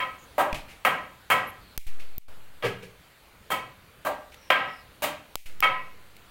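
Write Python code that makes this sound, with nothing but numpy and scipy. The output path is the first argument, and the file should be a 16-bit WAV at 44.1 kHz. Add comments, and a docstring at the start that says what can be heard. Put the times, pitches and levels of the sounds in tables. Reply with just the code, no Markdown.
"""Hammering timber in a bare room

Irregular hammer blows crack and ring on timber, and the brick and concrete walls mostly answer louder
than the direct sound. A loose board booms, feet scuff, a small fire ticks and birds call faintly outside.
The microphone line cuts out four times with a pop; the background sinks for each gap and comes back
with a bump and a puff of hiss."""
import sys
import numpy as np
from scipy import signal
from scipy.fft import rfft, irfft
from scipy.io import wavfile
from scipy.ndimage import uniform_filter1d, minimum_filter1d

SR = 44100
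rng = np.random.default_rng(int(sys.argv[2]) if len(sys.argv) > 2 else 0)


def persist_wave(psi):
    """Save psi, clipped to +-1, as 16-bit WAV."""
    counts = np.round(np.clip(psi, -1, 1) * 32767).astype(np.int16)
    wavfile.write(sys.argv[1], SR, np.atleast_2d(counts).T)


N = 277962
AGE = np.arange(SR) / SR  # seconds since an event began

# Line dropouts: t/s, gap/s, pop/dB, ping/dB, pop low cut/Hz, offset jump, offset rebound, hiss/dB
DROPOUTS = [(1.7776, 0.089, -7.5, 15, 1440, 0.041, -0.14, -44.5),
            (2.1818, 0.1, -21, 24, 2000, 0.034, -0.014, -57.5),
            (5.3559, 0.102, -3.5, 8, 730, -0.018, 0.047, -44),
            (5.6050, 0.0073, -8, 16, 2000, -0.015, 0.014, -53)]


def amp(db):
    """Decibels to gain."""
    return 10 ** (np.asarray(db) / 20)


def unit(x):
    """Scales to rms 1."""
    return x / np.sqrt(np.mean(x ** 2) + 1e-20)


def unit_energy(x):
    """Scales to energy 1."""
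    return x / (np.linalg.norm(x) + 1e-20)


def read(points, hz):
    """Reads a curve of (frequency, value) points on a log-frequency axis."""
    f, value = np.transpose(points)
    return np.interp(np.log(hz + 1), np.log(f + 1), value)


def octaves(hz, centre_hz):
    """Distance in octaves from a centre, kept finite at 0 Hz."""
    return np.log2((hz + 20) / centre_hz)


def add(mix, s, sound):
    """Mixes a sound in at time s."""
    part = mix[max(round(s * SR), 0):][:len(sound)]
    part += sound[:len(part)]


def colour(x, db_at, size=4096):
    """Minimum-phase EQ whose gain in dB is a function of frequency."""
    hz = abs(np.fft.fftfreq(size, 1 / SR))
    log_gain = np.log(amp(np.maximum(db_at(hz), -100)))
    taps = np.fft.ifft(np.exp(np.conj(signal.hilbert(log_gain)))).real
    return signal.oaconvolve(x, taps[:size // 2])[:len(x)]


def butter(x, hz, kind):
    """Second-order low-pass or high-pass."""
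    return signal.sosfilt(signal.butter(2, hz, kind, fs=SR, output="sos"), x)


def low_noise(hz, count=SR):
    """Low-passed noise at rms 1."""
    return unit(butter(rng.standard_normal(SR), hz, "low")[:count])


def envelope(rise_s, decay_s, delay_s=0):
    """Exponential attack and decay."""
    t = np.maximum(AGE - delay_s, 0)
    return (1 - np.exp(-t / rise_s)) * np.exp(-t / decay_s)


def burst(rise_s, decay_s, delay_s=0):
    """Noise that swells and dies away."""
    return rng.standard_normal(SR) * envelope(rise_s, decay_s, delay_s)


def room_tail(size=256):
    """Dense reflections off hard walls: treble builds up first and dies first."""
    # Reverb decay: f/Hz, t60/s
    decay_times = [(120, 0.72), (320, 0.45), (900, 0.41), (2300, 0.41), (5500, 0.35), (12000, 0.22)]
    # Reverb build-up: f/Hz, rise/s
    rise_times = [(400, 0.02), (1500, 0.012), (8000, 0.01)]
    hz, t, spectrum = signal.stft(rng.choice([-1., 1.], SR), SR, nperseg=size)
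    build = 1 - np.exp(-(t / read(rise_times, hz)[:, None]) ** 2)
    decay = np.exp(-np.log(1000) * t / read(decay_times, hz)[:, None])
    return unit_energy(signal.istft(spectrum * build * decay, SR, nperseg=size)[1][:SR])


def grit(db, rise_s, decay_s, tilt, wet=0.22):
    """A gritty burst with a little of the room; tilt is in dB per octave."""
    # Rasp EQ: f/Hz, level/dB
    rasp = [(100, -12.5), (1400, -12.5), (2300, 6), (3800, -4), (6000, -7.5), (10000, -9), (15000, -11.5)]
    dry = amp(db) * colour(burst(rise_s, decay_s), lambda hz: 4 + read(rasp, hz) + tilt * octaves(hz, 2300))
    return dry + wet * signal.fftconvolve(dry, room_tail())[:SR]


def air(base_db=-58, patchy_db=1.5, split_hz=1900, low_dip_db=-18.5, high_dip_db=-14.5, size=1024):
    """Outdoor wash and microphone hiss in drifting patches; both dip while the line is out."""
    # Tone of the wash: f/Hz, level/dB
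    tone = [(15, -34), (25, -7), (70, -6.5), (130, -14), (270, -18.5), (373, -19), (405, -21), (439, -16.5),
            (714, -20), (1020, -20.5), (1400, -19), (4490, -26.5), (5140, -34), (16000, -33)]
    # Slow ride above the base level: t/s, level/dB
    swell = [(0, 6.5), (0.8, 4.5), (2.5, 4), (3.3, 3), (5.3, 4), (6.3, 3.7)]
    hz, _, spectrum = signal.stft(rng.standard_normal(N), SR, nperseg=size)
    patches = uniform_filter1d(rng.standard_normal(spectrum.shape), size=14, axis=0)
    patches = unit(uniform_filter1d(patches, size=7, axis=1))
    spectrum *= amp(read(tone, hz)[:, None] + patchy_db * patches)
    t = np.arange(N) / SR
    wash = unit(signal.istft(spectrum, SR, nperseg=size)[1][:N])
    wash *= amp(base_db + np.interp(t, *np.transpose(swell)))
    low = irfft(rfft(wash) / (1 + (np.fft.rfftfreq(N, 1 / SR) / split_hz) ** 6), N)
    cut = sum((t > s - 0.008) & (t < s + gap) for s, gap, *_ in DROPOUTS)  # dips just ahead of each pop
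    return low * amp(low_dip_db * cut) + (wash - low) * amp(high_dip_db * cut)


def birds(sag_per_s=0.45, bandwidth=0.08):
    """Falling whistles, smeared by distance into narrow bands; sag and bandwidth are shares of pitch."""
    # Thin calls outside: t/s, length/s, f/Hz, level/dB
    calls = [(0.173, 0.098, 6900, -64), (1.465, 0.049, 11700, -51.5), (1.602, 0.17, 4450, -65),
             (4.35, 0.17, 5830, -65.5), (4.651, .19, 5440, -64)]
    out = np.zeros(N)
    for s, length, hz, db in calls:
        count = int(length * SR)
        blur = low_noise(bandwidth * hz / 2, count)
        pitch_hz = hz * (1 - sag_per_s * AGE[:count])
        whistle = np.sin(2 * np.pi * np.cumsum(pitch_hz) / SR)
        add(out, s, amp(db) * unit(blur * whistle * signal.windows.tukey(count, 0.5)))
    return out


def dry_clicks():
    """Short dry clicks: a heel click just before a scuff, then two faint fire ticks."""
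    # Clicks: t/s, level/dB, tilt/(dB per octave)
    clicks = [(0.528, -19.5, -6), (4.343, -35.5, -1.5), (6.166, -42.5, 1)]
    out = np.zeros(N)
    for s, db, tilt in clicks:
        add(out, s, grit(db, rise_s=0.0003, decay_s=0.003, tilt=tilt))
    return out


def scrapes(thud_hz=170):
    """Gritty scrapes with a low thud: shoe scuffs, and the loose board slapping and dropping back."""
    # Contacts (the board at 2.642 and 2.823 s): t/s, grit/dB, grit rise/s, thud/dB
    contacts = [(0.543, -30, 0.001, -40), (0.678, -29, 0.065, -70), (1.994, -40, 0.0045, -73),
                (2.642, -26.5, 0.0077, -51), (2.823, -40.5, 0.0037, -60), (4.317, -46, 0.0028, -78)]
    out = np.zeros(N)
    for s, db, rise_s, thud_db in contacts:
        thud = amp(thud_db) * low_noise(thud_hz) * envelope(rise_s=0.0029, decay_s=0.042)
        add(out, s, grit(db, rise_s, decay_s=0.034, tilt=-3) + thud)
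    return out


def pop(ping_db, ping_hz=14600, ping_octaves=0.19, tilt=-3, sizzle=0.47):
    """An electrical click with a trace of sizzle, coloured by a high resonance."""
    spark = signal.unit_impulse(SR) + sizzle * unit_energy(burst(rise_s=0.0001, decay_s=0.001))

    def tone_db(hz):
        ping = np.exp(-(octaves(hz, ping_hz) / ping_octaves) ** 2)
        return tilt * octaves(hz, 8100) + ping_db * ping
    return colour(unit_energy(spark), tone_db)


def line_dropouts():
    """The line cuts with a pop, an offset jump and faint hiss, then returns with a bump and a puff."""
    out = np.zeros(N)
    for s, gap, db, ping_db, low_cut_hz, jump, rebound, hiss_db in DROPOUTS:
        add(out, s, amp(db) * butter(pop(ping_db), low_cut_hz, "high"))
        add(out, s, jump * envelope(rise_s=0.00034, decay_s=0.063))
        add(out, s, grit(hiss_db - 6, rise_s=0.014, decay_s=0.066, tilt=2.8))
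        add(out, s + gap, rebound * envelope(rise_s=0.014, decay_s=0.29) * (1 - AGE))
        add(out, s + gap, grit(hiss_db, rise_s=0.00069, decay_s=0.04, tilt=0.32))
    return out


def ring(modes, rise_s, waver=0.6, waver_hz=22, detune=0.0028):
    """Dying modes; crossing reflections make each one waver in level and phase."""
    out = np.zeros(SR)
    for hz, db, t60 in modes:
        drift = low_noise(waver_hz) + 1j * low_noise(waver_hz)
        pitch_hz = hz * (1 + detune * rng.standard_normal())
        phasor = np.exp(2j * np.pi * (pitch_hz * AGE + rng.random()))
        out += amp(db) * ((1 + waver * drift) * phasor).real * np.exp(-np.log(1000) * AGE / t60)
    return out * (1 - np.exp(-AGE / rise_s))


def loose_board():
    """A loose board booms under one blow and drops back."""
    # Board modes: f/Hz, level/dB, t60/s
    modes = [(118.6, -32.5, 0.42), (180, -41, 0.76), (398, -30.5, 0.34), (453, -37, 0.49), (478, -27, 0.25),
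             (491, -29.5, 0.27), (1668, -36.5, 0.33)]
    # The boom and the drop: t/s, level/dB
    booms = [(2.635, 2), (2.826, -18)]
    out = np.zeros(N)
    for s, db in booms:
        add(out, s, amp(db) * ring(modes, rise_s=0.0071))
    return out


def blow_colour(hz, knock_db, knock_hz, thinness, crack_db, modes, mode_width_hz=51.2, valley_db=-4):
    """Spectrum of a blow in dB: a knock hump and a bright crack, both lifted at the timber's modes."""
    # Body EQ of every blow: f/Hz, level/dB
    wood_tone = [(30, -8), (70, -7), (115, 6.5), (250, 0.5), (410, 0.5), (540, 2), (1000, 2), (1450, -2),
                 (2300, 5), (3200, 2.5), (4800, -1.5), (8300, -2), (9800, -5), (15300, -4.5)]
    # Crack EQ: f/Hz, level/dB
    crack_tone = [(200, -6), (1200, -9), (2500, 3.5), (4200, -1), (5500, -5.5), (12000, 5)]
    above = octaves(hz, knock_hz)
    knock = amp(knock_db + thinness * np.minimum(above, 0) - 6.5 * np.maximum(above, 0) ** 2)
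    crack = amp(crack_db + read(crack_tone, hz))
    peaks = sum(amp(db / 2) / (1 + (2 * (hz - f) / mode_width_hz) ** 2) for f, db, _ in modes)
    woody = amp(valley_db) + 1.31 * peaks
    # dense high modes make the crack ring unevenly
    ripple_db = 1.5 * np.interp(hz / 110.1, np.arange(512), rng.standard_normal(512)) * (hz > 3200)
    return read(wood_tone, hz) + 20 * np.log10(np.hypot(knock, crack) * woody) + ripple_db


def hammer(landing_db=-5.5):
    """Each blow is a crack, a second contact as the jolted timber lands, the room's tail and a ring."""
    # Blows: t/s, strength/dB, knock/Hz, thinness/(dB per octave below the knock), crack/dB,
    # place (0 free span, 1 support), direct sound/dB, landing delay/s
    strikes = [ (0.001, 10.5, 1470, 3, -13.5, 0.06, -0.5, 0.019),
               (0.380, 24.5, 793, 9, 3.5, 1, -8.5, 0.026), (0.849, 27, 1150, 4.5, 8.5, 0.21, 0.5, 0.016),
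               (1.301, 26, 1153, 4.5, 9, 0.15, -5.5, 0.016),
               (2.624, 10.5, 1830, 1.2, -12, 0.67, -8.5, 0.027),
               (3.503, 14, 1065, 1.5, 3.5, 0.038, -8, 0.012), (4.049, 18.5, 775, 10, -1, 1, -6.5, 0.0173),
               (4.502, 32.5, 1435, 5, 6.5, 0.33, 4, 0.015), (5.021, 14.5, 1060, 4.5, 8, 1, -10, 0.017),
               (5.6249, 22, 1460, 4, -2, 0.02, -7.5, 0.011)]
    # Timber modes: f/Hz, level struck on the free span/dB, level struck at the support/dB, t60/s
    timber = [(282.4, -39.5, 2.5, 0.23), (528, -5, -18, .4), (602, -19.5, 13.5, 0.25),
              (749, -6, -14.5, 0.45), (791, -34, -7.5, 0.66), (950.6, -48, -8, 0.16),
              (1019, 8, -41.5, 0.49), (1171, -12, -1.5, 0.44), (1286, 10, -11.5, 0.38),
              (1320, -7, -19.5, 0.16), (1603, -3.5, 3, 0.39), (1926, 0, -15.5, 0.47), (2220, 12, -55, 0.33),
              (2580, -1.5, -67, 0.45), (2850, -12.5, -15, 0.49), (3156, -18, -30, 0.12),
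              (3180, 6.5, -11, 0.18)]
    out = np.zeros(N)
    for s, db, knock_hz, thinness, crack_db, place, direct_db, landing_s in strikes:
        # where the head lands decides which modes it wakes
        modes = [(hz, (1 - place) * span + place * support, t60) for hz, span, support, t60 in timber]
        direct = amp(direct_db) * unit_energy(burst(rise_s=0.00072, decay_s=0.0084))
        landing = amp(landing_db) * unit_energy(burst(rise_s=0.009, decay_s=0.0075, delay_s=landing_s))
        impact = unit_energy(direct + landing + room_tail())
        add(out, s, colour(impact, lambda hz: blow_colour(hz, db, knock_hz, thinness, crack_db, modes)))
        ring_db = db - 52 + 10.5 * octaves(knock_hz, 1240)  # harder, higher knocks ring more
        add(out, s, amp(ring_db) * ring(modes, rise_s=0.0086))
    return out


def scene():
    """All sources at one microphone."""
    return (hammer() + loose_board() + scrapes() + dry_clicks() + birds() + air() + line_dropouts())[None]


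def record(dry, threshold_db=-18, slope=0.57, hold_s=0.047, release_s=0.041, ceiling_db=-3, top_hz=16000):
    """Gain control ducks loud blows and lets their tails back up; then soft overload and a band limit."""
    power_db = 10 * np.log10(abs(uniform_filter1d(dry[0] ** 2, size=300)) + 1e-12)
    over_db = np.maximum(power_db - threshold_db, 0)
    hold = 2 * int(hold_s * SR / 2) + 1
    held_db = minimum_filter1d(-slope * over_db, hold, origin=hold // 2)
    recovery = np.exp(-1 / (release_s * SR))
    gain_db = np.minimum(held_db, signal.lfilter([1 - recovery], [1, -recovery], held_db))
    rounded = amp(ceiling_db) * np.tanh(dry * amp(gain_db - ceiling_db))
    low_pass = signal.firwin(401, top_hz, window=("kaiser", 8), fs=SR)
    return signal.oaconvolve(rounded, low_pass[None], "same")


dry = scene()
out = record(dry)
persist_wave(out)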